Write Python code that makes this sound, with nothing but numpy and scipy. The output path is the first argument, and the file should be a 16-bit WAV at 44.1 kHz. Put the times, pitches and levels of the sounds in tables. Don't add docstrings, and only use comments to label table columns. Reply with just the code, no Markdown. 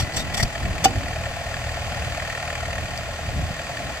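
import sys
import numpy as np
from scipy import signal
from scipy.fft import rfft, irfft
from scipy.io import wavfile
from scipy.ndimage import uniform_filter1d

SR = 44100
rng = np.random.default_rng(int(sys.argv[2]) if len(sys.argv) > 2 else 0)


def to_wav(sig):
    pcm = np.clip(np.atleast_2d(sig), -1, 1) * 32767
    pcm = np.round(pcm).astype(np.int16)
    wavfile.write(sys.argv[1], SR, pcm.T)


N = 176400
T = np.arange(N) / SR
FREQ = np.maximum(np.arange(N // 2 + 1) * SR / N, 1)
LEFT_ONLY = np.array([[1], [0]])
FIRING_HZ, FIRST_FIRING_S, CLATTER_SCATTER_DB = 39.49, -.003, 1.3
FIRING_INDEX = np.arange(int(N / SR * FIRING_HZ) + 1)

# block_db, clatter_db, exhaust_db
CYLINDERS = [(-2, -.5, 0), (-4, .5, -4), (0, .5, 1), (-4, -.5, -1.5)]
# freq_hz, left_minus_right_db
ENGINE_PAN = [(60, 1.5), (200, -2), (700, 0), (1290, 2), (2380, 3), (4000, -2), (5300, 4), (6300, -5),
              (7600, -5), (8500, -1), (15000, -0.5)]
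def engine():
    block_db, clatter_db, exhaust_db = np.array(CYLINDERS, float).T
    thump = exhaust(exhaust_db)
    knock = block_shudder(block_db) + hard_knocks() + injector_ticks() + panel_knocks()
    rattle = bursts(firings(clatter_db, CLATTER_SCATTER_DB, lead_s=.0048), decay_s=.004)
    mix = thump + knock + casing_clatter(rattle) + whirr(rattle) + frame_murmur()
    return irfft(rfft(mix) * pan(across(ENGINE_PAN)))

def firings(accents_db, scatter_db, lead_s):
    jitter, scatter = rng.standard_normal((len(FIRING_INDEX), 2)).T
    at = ((FIRST_FIRING_S - lead_s + FIRING_INDEX / FIRING_HZ + .0006 * jitter) * SR).astype(int)
    inside = (at >= 0) & (at < N)
    gains = undb(accents_db[FIRING_INDEX % len(accents_db)] + scatter_db * scatter)
    pulses = np.zeros(N)
    pulses[at[inside]] = gains[inside]
    return pulses

# freq_hz, gain_db
PIPE_EQ = [(20, -47), (40, -2), (80, 3), (120, -2), (200, -20), (400, -36), (900, -55.5)]
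# time_s, level_db
EXHAUST_LEVEL = [(0, -60), (.7, -37), (1.25, -32), (1.38, -42.5), (1.55, -32.5), (1.8, -32.5), (2.08, -36),
                 (2.15, -36), (2.35, -40), (2.6, -34), (2.85, -39), (3.1, -37), (3.6, -42), (4, -38)]
def exhaust(accents_db):
    pulses = firings(accents_db, scatter_db=1.5, lead_s=.00805)
    return unit(colour(pulses, PIPE_EQ)) * curve(EXHAUST_LEVEL)

# pitch_hz, width_hz, gain_db
BLOCK_RESONANCES = [(527, 160, -12.5), (577, 30, -6.5), (671, 35, -2.5), (734, 20, -9), (834, 17, -3.5)]
# time_s, level_db
SHUDDER_LEVEL = [(0, -39), (1, -41.5), (2.5, -42.5), (3, -46), (4, -46)]
def block_shudder(accents_db):
    surges = bursts(firings(accents_db, scatter_db=1.2, lead_s=.004), decay_s=.0056)
    ringing = resonate(noise() * (surges + .7), BLOCK_RESONANCES)
    return unit(resonate(ringing, [(715, 620, 0)])) * curve(SHUDDER_LEVEL)

# pitch_hz, gain_db
KNOCK_MODES = [(592, -7), (686, 1), (750, -11), (836, -10)]
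# time_s, first_cylinder_db, third_cylinder_db
KNOCK_LEVEL = [(0, -31, -34), (.6, -35, -30), (1.1, -32, -28), (1.8, -31, -29), (2.3, -30, -27.5),
               (2.7, -28.5, -30), (2.95, -33, -31), (3.2, -40, -30), (3.5, -43, -26), (4, -43, -26.5)]
def hard_knocks():
    fader_s, *faders_db = np.array(KNOCK_LEVEL).T
    out = 0
    for start_s, fader_db in zip((-.009, .0472), faders_db):
        times = np.arange(start_s, N / SR, len(CYLINDERS) / FIRING_HZ)
        levels_db = np.interp(times, fader_s, fader_db) + .7 * rng.standard_normal(len(times))
        out = out + struck(times, levels_db, KNOCK_MODES, swell_s=.006)
    return out

# freq_hz, gain_db
CASING_EQ = [(400, -19), (700, -26), (930, -14), (1070, -2), (1160, -0.5), (1400, 6), (1530, 0),
             (1880, 10.5), (2150, -0.5), (2550, 6.5), (2800, -2.5), (3100, 1), (3850, -14.5), (4620, -4.5),
             (5600, -14.5), (6400, -8.5), (7600, -12), (8300, -23), (9500, -14.5), (11000, -31),
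             (15000, -26)]
# time_s, level_db
CLATTER_LEVEL = [(0, -39), (1, -37.5), (1.45, -41.5), (1.9, -38), (2.3, -34.5), (2.75, -35), (2.95, -41),
                 (3.4, -42.5), (4, -40.5)]
def casing_clatter(rattle):
    return unit(colour(noise() * rattle, CASING_EQ)) * curve(CLATTER_LEVEL)

def injector_ticks(swell_s=.0033, trim_db=-5):
    times = FIRST_FIRING_S + FIRING_INDEX / FIRING_HZ - swell_s
    levels_db = np.interp(times, *np.array(CLATTER_LEVEL).T) + trim_db
    levels_db += CLATTER_SCATTER_DB * rng.standard_normal(len(times))
    return struck(times, levels_db, PANEL_MODES, swell_s)

# pitch_hz, gain_db
PANEL_MODES = [(1400, -12), (1730, -1.5), (1860, -1.5), (2320, -6), (2550, -4.5), (3100, -5), (3540, -11),
               (4620, -10), (7450, -15)]
# start_s, level_db
PANEL_HITS = [(.554, -29.5), (.653, -29.5), (1.128, -31), (1.254, -31), (1.54, -27), (2.120, -31),
              (2.779, -31), (3.286, -31.5), (3.592, -30.5), (3.769, -28.5)]
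def panel_knocks():
    times, levels_db = np.array(PANEL_HITS).T
    return struck(times, levels_db, PANEL_MODES, swell_s=.0035)

# pitch_hz, gain_db, t60_s
CLANK_MODES = [(248, -19, 0.058), (298, -17.5, 0.064), (474, -23.5, 0.2), (768, -2, 0.064),
               (755, -23, 0.16), (1130, -21, 0.02), (1435, -23, 0.071), (2580, -19, 0.071),
               (2940, -15, 0.046), (3560, -20, 0.043), (4830, -24, 0.11), (5300, -33, 0.056),
               (6160, -28, 0.07)]
def clank(start_s=.8525, contact_s=.0062, trim_db=-2.5):
    age = np.maximum(T - start_s, 0)
    attack = np.sin(np.clip(age / contact_s, 0, 1) * np.pi / 2)
    release_s = np.maximum(age - contact_s, 0)
    ring = sum(undb(db - 60 * release_s / t60) * np.sin(2 * np.pi * hz * age)
               for hz, db, t60 in CLANK_MODES)
    return undb(trim_db) * attack * ring

# start_s, length_s, level_db, pan_left_db, ring_hz, ring_db
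SCRAPES = [(-.01, 0.03, -21, 1, 5500, -42), (.005, 0.046, -34, 2, 4370, -4),
           (0.133, 0.028, -33, 1, 4430, -2), (0.158, 0.03, -21.5, 1.5, 7460, -9),
           (0.17, 0.063, -28.5, 1.5, 3730, -3.5), (0.337, 0.024, -21.5, 1, 4530, -19),
           (0.365, 0.032, -23, 0, 7400, -8), (0.39, 0.034, -23.5, 2.5, 1880, -3),
           (0.424, 0.019, -20, 2, 4600, 0), (0.8379, 0.026, -12, 0.5, 6140, -2.5),
           (2.974, 0.007, -30.5, -4, 4750, 2)]
# freq_hz, gain_db
SCRAPE_EQ = [(150, -18), (480, -4.5), (760, 6), (1050, -5.5), (2000, -2.5), (3300, -4), (4000, -6.5),
             (4600, 6.5), (6200, -6), (7900, -3.5), (10300, -15), (12200, -12.5), (15000, -19)]
# pitch_hz, width_hz, gain_db
STEEL_RESONANCES = [(1870, 77, -0.5), (3540, 94, 6), (4560, 33, 9.5), (4642, 240, 7.5), (5500, 74, 4),
                    (6150, 160, 2), (7420, 75, -1.5)]
def scrapes(grit_db=2.3, grain_samples=20, ring_width_hz=140):
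    grains = undb(grit_db * rng.standard_normal(N // grain_samples + 1))
    friction = noise() * np.repeat(grains, grain_samples)[:N]
    rasp = unit(colour(friction, SCRAPE_EQ))
    body = unit(rasp + undb(-2) * unit(resonate(friction, STEEL_RESONANCES)))
    out = 0
    for start, length, level_db, pan_db, ring_hz, ring_db in SCRAPES:
        swell = np.interp(T, [start, start + .42 * length, start + length], [0, 1, 0])
        ring = unit(resonate(friction, [(ring_hz, ring_width_hz, 0)])) * undb(ring_db)
        out = out + (body + ring) * swell * undb(level_db) * pan(pan_db)
    return out

# freq_hz, gain_db
WHIRR_EQ = [(90, -28), (150, -6.5), (205, -16), (360, -20.5), (560, -5.5), (690, -5), (850, -10.5),
            (935, -18), (1080, -9), (1180, -16), (1400, -10), (1520, -14), (1830, -9), (2100, -13.5),
            (2550, -11.5), (2900, -14), (3900, -19), (4650, -18), (5400, -23.5), (6300, -21.5), (7700, -25),
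            (8100, -28.5), (9600, -29), (10600, -40), (12000, -32.5), (15000, -38)]
# time_s, level_db
WHIRR_LEVEL = [(0, -34.5), (1, -34), (2, -32.5), (2.7, -34), (3.3, -34), (4, -33.5)]
# pitch_hz, width_hz, gain_db
WHIRR_RINGS = [(1830, 80, 3), (3539, 40, 1), (4543, 26, 8), (4805, 50, 1), (5103, 28, -2), (6160, 55, -3),
               (7480, 70, -1), (7800, 100, -1)]
def whirr(rattle, rings_db=-48.5):
    bed = unit(colour(noise(), WHIRR_EQ)) * curve(WHIRR_LEVEL)
    rings = unit(resonate(noise() * (1 + .94 * rattle), WHIRR_RINGS))
    return bed + rings * undb(rings_db)

# pitch_hz, width_hz, gain_db
FRAME_RESONANCES = [(223, 49, 2.5), (308, 90, -1), (372, 31, -2.5)]
# time_s, level_db
FRAME_LEVEL = [(0, -43.5), (.8, -53), (.9, -38), (1.15, -47), (1.4, -77), (3.65, -50.5), (3.85, -41),
               (3.93, -46.5), (4, -71)]
def frame_murmur():
    ringing = resonate(noise(), FRAME_RESONANCES)
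    return unit(resonate(ringing, [(280, 155, 0)])) * curve(FRAME_LEVEL)

# time_s, pitch_hz, level_db
WHINE_GLIDE = [(0, 2016, -42), (0.199, 1967, -43), (.42, 1953, -43), (0.599, 1873, -58), (1.2, 1851, -51),
               (4, 1878, -47)]
def whine(waver_hz=13.6):
    times, hz, db = np.array(WHINE_GLIDE).T
    waver = unit(uniform_filter1d(rng.standard_normal(N), size=700))
    phase = 2 * np.pi * np.cumsum(np.interp(T, times, hz) + waver_hz * waver) / SR
    return np.sqrt(2) * np.sin(phase) * undb(np.interp(T, times, db))

# freq_hz, gain_db
WIND_EQ = [(15, -11), (35, -7.5), (60, 1.5), (120, -2), (200, -11), (400, -23), (1000, -54)]
# time_s, level_db
GUST_LEVEL = [(0, -25.5), (.04, -26), (.11, -38.5), (.17, -27), (.33, -31.5), (.44, -19.5), (.51, -41.5),
              (.58, -33), (.65, -24.5), (.8, -31), (.91, -31.5), (.98, -27), (1.03, -34.5), (1.4, -37.5),
              (1.8, -35), (2.06, -32), (2.4, -41), (2.85, -31), (3.18, -40), (3.28, -31), (3.42, -24.5),
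              (3.47, -31.5), (3.51, -30), (3.56, -40.5), (3.82, -39.5), (3.85, -35), (3.93, -35),
              (3.97, -45)]
def wind():
    return unit(colour(noise(), WIND_EQ)) * curve(GUST_LEVEL)

# centre_s, pitch_hz, level_db
BUMPS = [(0.434, 101, -11), (0.449, 70, -16), (0.636, 95, -18), (.655, 101, -20), (.711, 85, -16),
         (0.961, 90.6, -23), (0.98, 81.5, -14.5), (2.858, 110, -24), (3.287, 90, -19), (3.44, 99, -18.5),
         (3.509, 165, -24.5), (3.853, 100, -29)]
def bumps(width_s=.006):
    return sum(undb(db) * np.exp(-((T - at) / width_s) ** 2) * np.sin(2 * np.pi * hz * (T - at))
               for at, hz, db in BUMPS)

def yard(x, wet_db=-20, t60_s=.14, gap_s=.008):
    t = T[:SR // 2]
    tail = rng.standard_normal((2, len(t))) * undb(-60 * t / t60_s) * (t > gap_s)
    tail /= np.sqrt(np.sum(tail ** 2, axis=1, keepdims=True))
    return x + undb(wet_db) * signal.fftconvolve(x, tail, axes=1)[:, :N]

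def struck(times, levels_db, modes, swell_s, detune=.02):
    hz, db = np.array(modes).T[:, :, None]
    t = T[:SR // 12]
    envelope = (t / swell_s) ** 2 * np.exp(2 * (1 - t / swell_s))
    out = np.zeros(N + len(t))
    for start_s, level_db in zip(times, levels_db):
        pitch_hz = hz * (1 + detune * rng.standard_normal(hz.shape))
        phase = 2 * np.pi * (pitch_hz * t + rng.random(hz.shape))
        at = int(start_s * SR)
        if 0 <= at < N:
            out[at:at + len(t)] += envelope * np.sum(undb(db + level_db) * np.sin(phase), axis=0)
    return out[:N]

def bursts(pulses, decay_s, rise_s=.004):
    t = T[:SR // 10]
    shape = (1 - np.exp(-t / rise_s)) ** 2 * np.exp(-t / decay_s)
    return unit(signal.fftconvolve(pulses, shape)[:N])

# freq_hz, correlation
LIKENESS = [(60, .87), (200, 0.6), (700, .97), (1200, 0.71), (2500, 0.54), (6000, 0.68), (14000, 0.66)]
def noise():
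    alike = across(LIKENESS)
    mid, side = rfft(rng.standard_normal((2, N)))
    return unit(irfft(mid * np.sqrt(1 + alike) + side * np.sqrt(1 - alike) * np.array([[1], [-1]])))

def colour(x, eq):
    cepstrum = irfft(np.log(undb(across(eq))))
    cepstrum[1:N // 2] *= 2
    cepstrum[N // 2 + 1:] = 0
    return irfft(rfft(x) * np.exp(rfft(cepstrum)))

def resonate(x, rows):
    response = sum((-1) ** k * undb(db) / (1 + 1j * (FREQ ** 2 - hz ** 2) / (FREQ * width))
                   for k, (hz, width, db) in enumerate(rows))
    return irfft(rfft(x) * response)

def curve(rows):
    return undb(np.interp(T, *np.array(rows).T))

def across(rows):
    hz, values = np.array(rows).T
    return np.interp(np.log(FREQ), np.log(hz), values)

def pan(db):
    return undb(np.array([[1], [-1]]) * db / 2)

def delay_left(x, delay_s):
    return irfft(rfft(x) * np.exp(-2j * np.pi * FREQ * delay_s * LEFT_ONLY))

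def undb(db):
    return 10 ** (np.asarray(db) / 20)

def unit(x):
    return x / np.sqrt(np.mean(x ** 2) + 1e-18)

# freq_hz, left_lead_rad
STEREO_PHASE = [(100, -0.14), (700, -0.19), (1460, 0.64), (1720, 0.74), (2240, 0.043), (2760, -2.33),
                (4220, -1.98), (4820, -1.3), (5680, -1.7), (7670, -1.23), (10000, -1.5), (15000, -1.9)]
def scene():
    machine = engine() + whine() + yard(scrapes() + delay_left(clank(), delay_s=.0001))
    placed = irfft(rfft(machine) * np.exp(1j * across(STEREO_PHASE) * LEFT_ONLY))
    return placed + wind() + bumps()

def record(dry, cutoff_hz=15300):
    return signal.sosfilt(signal.ellip(10, .2, 90, cutoff_hz, fs=SR, output="sos"), dry)

dry = scene()
out = record(dry)
to_wav(out)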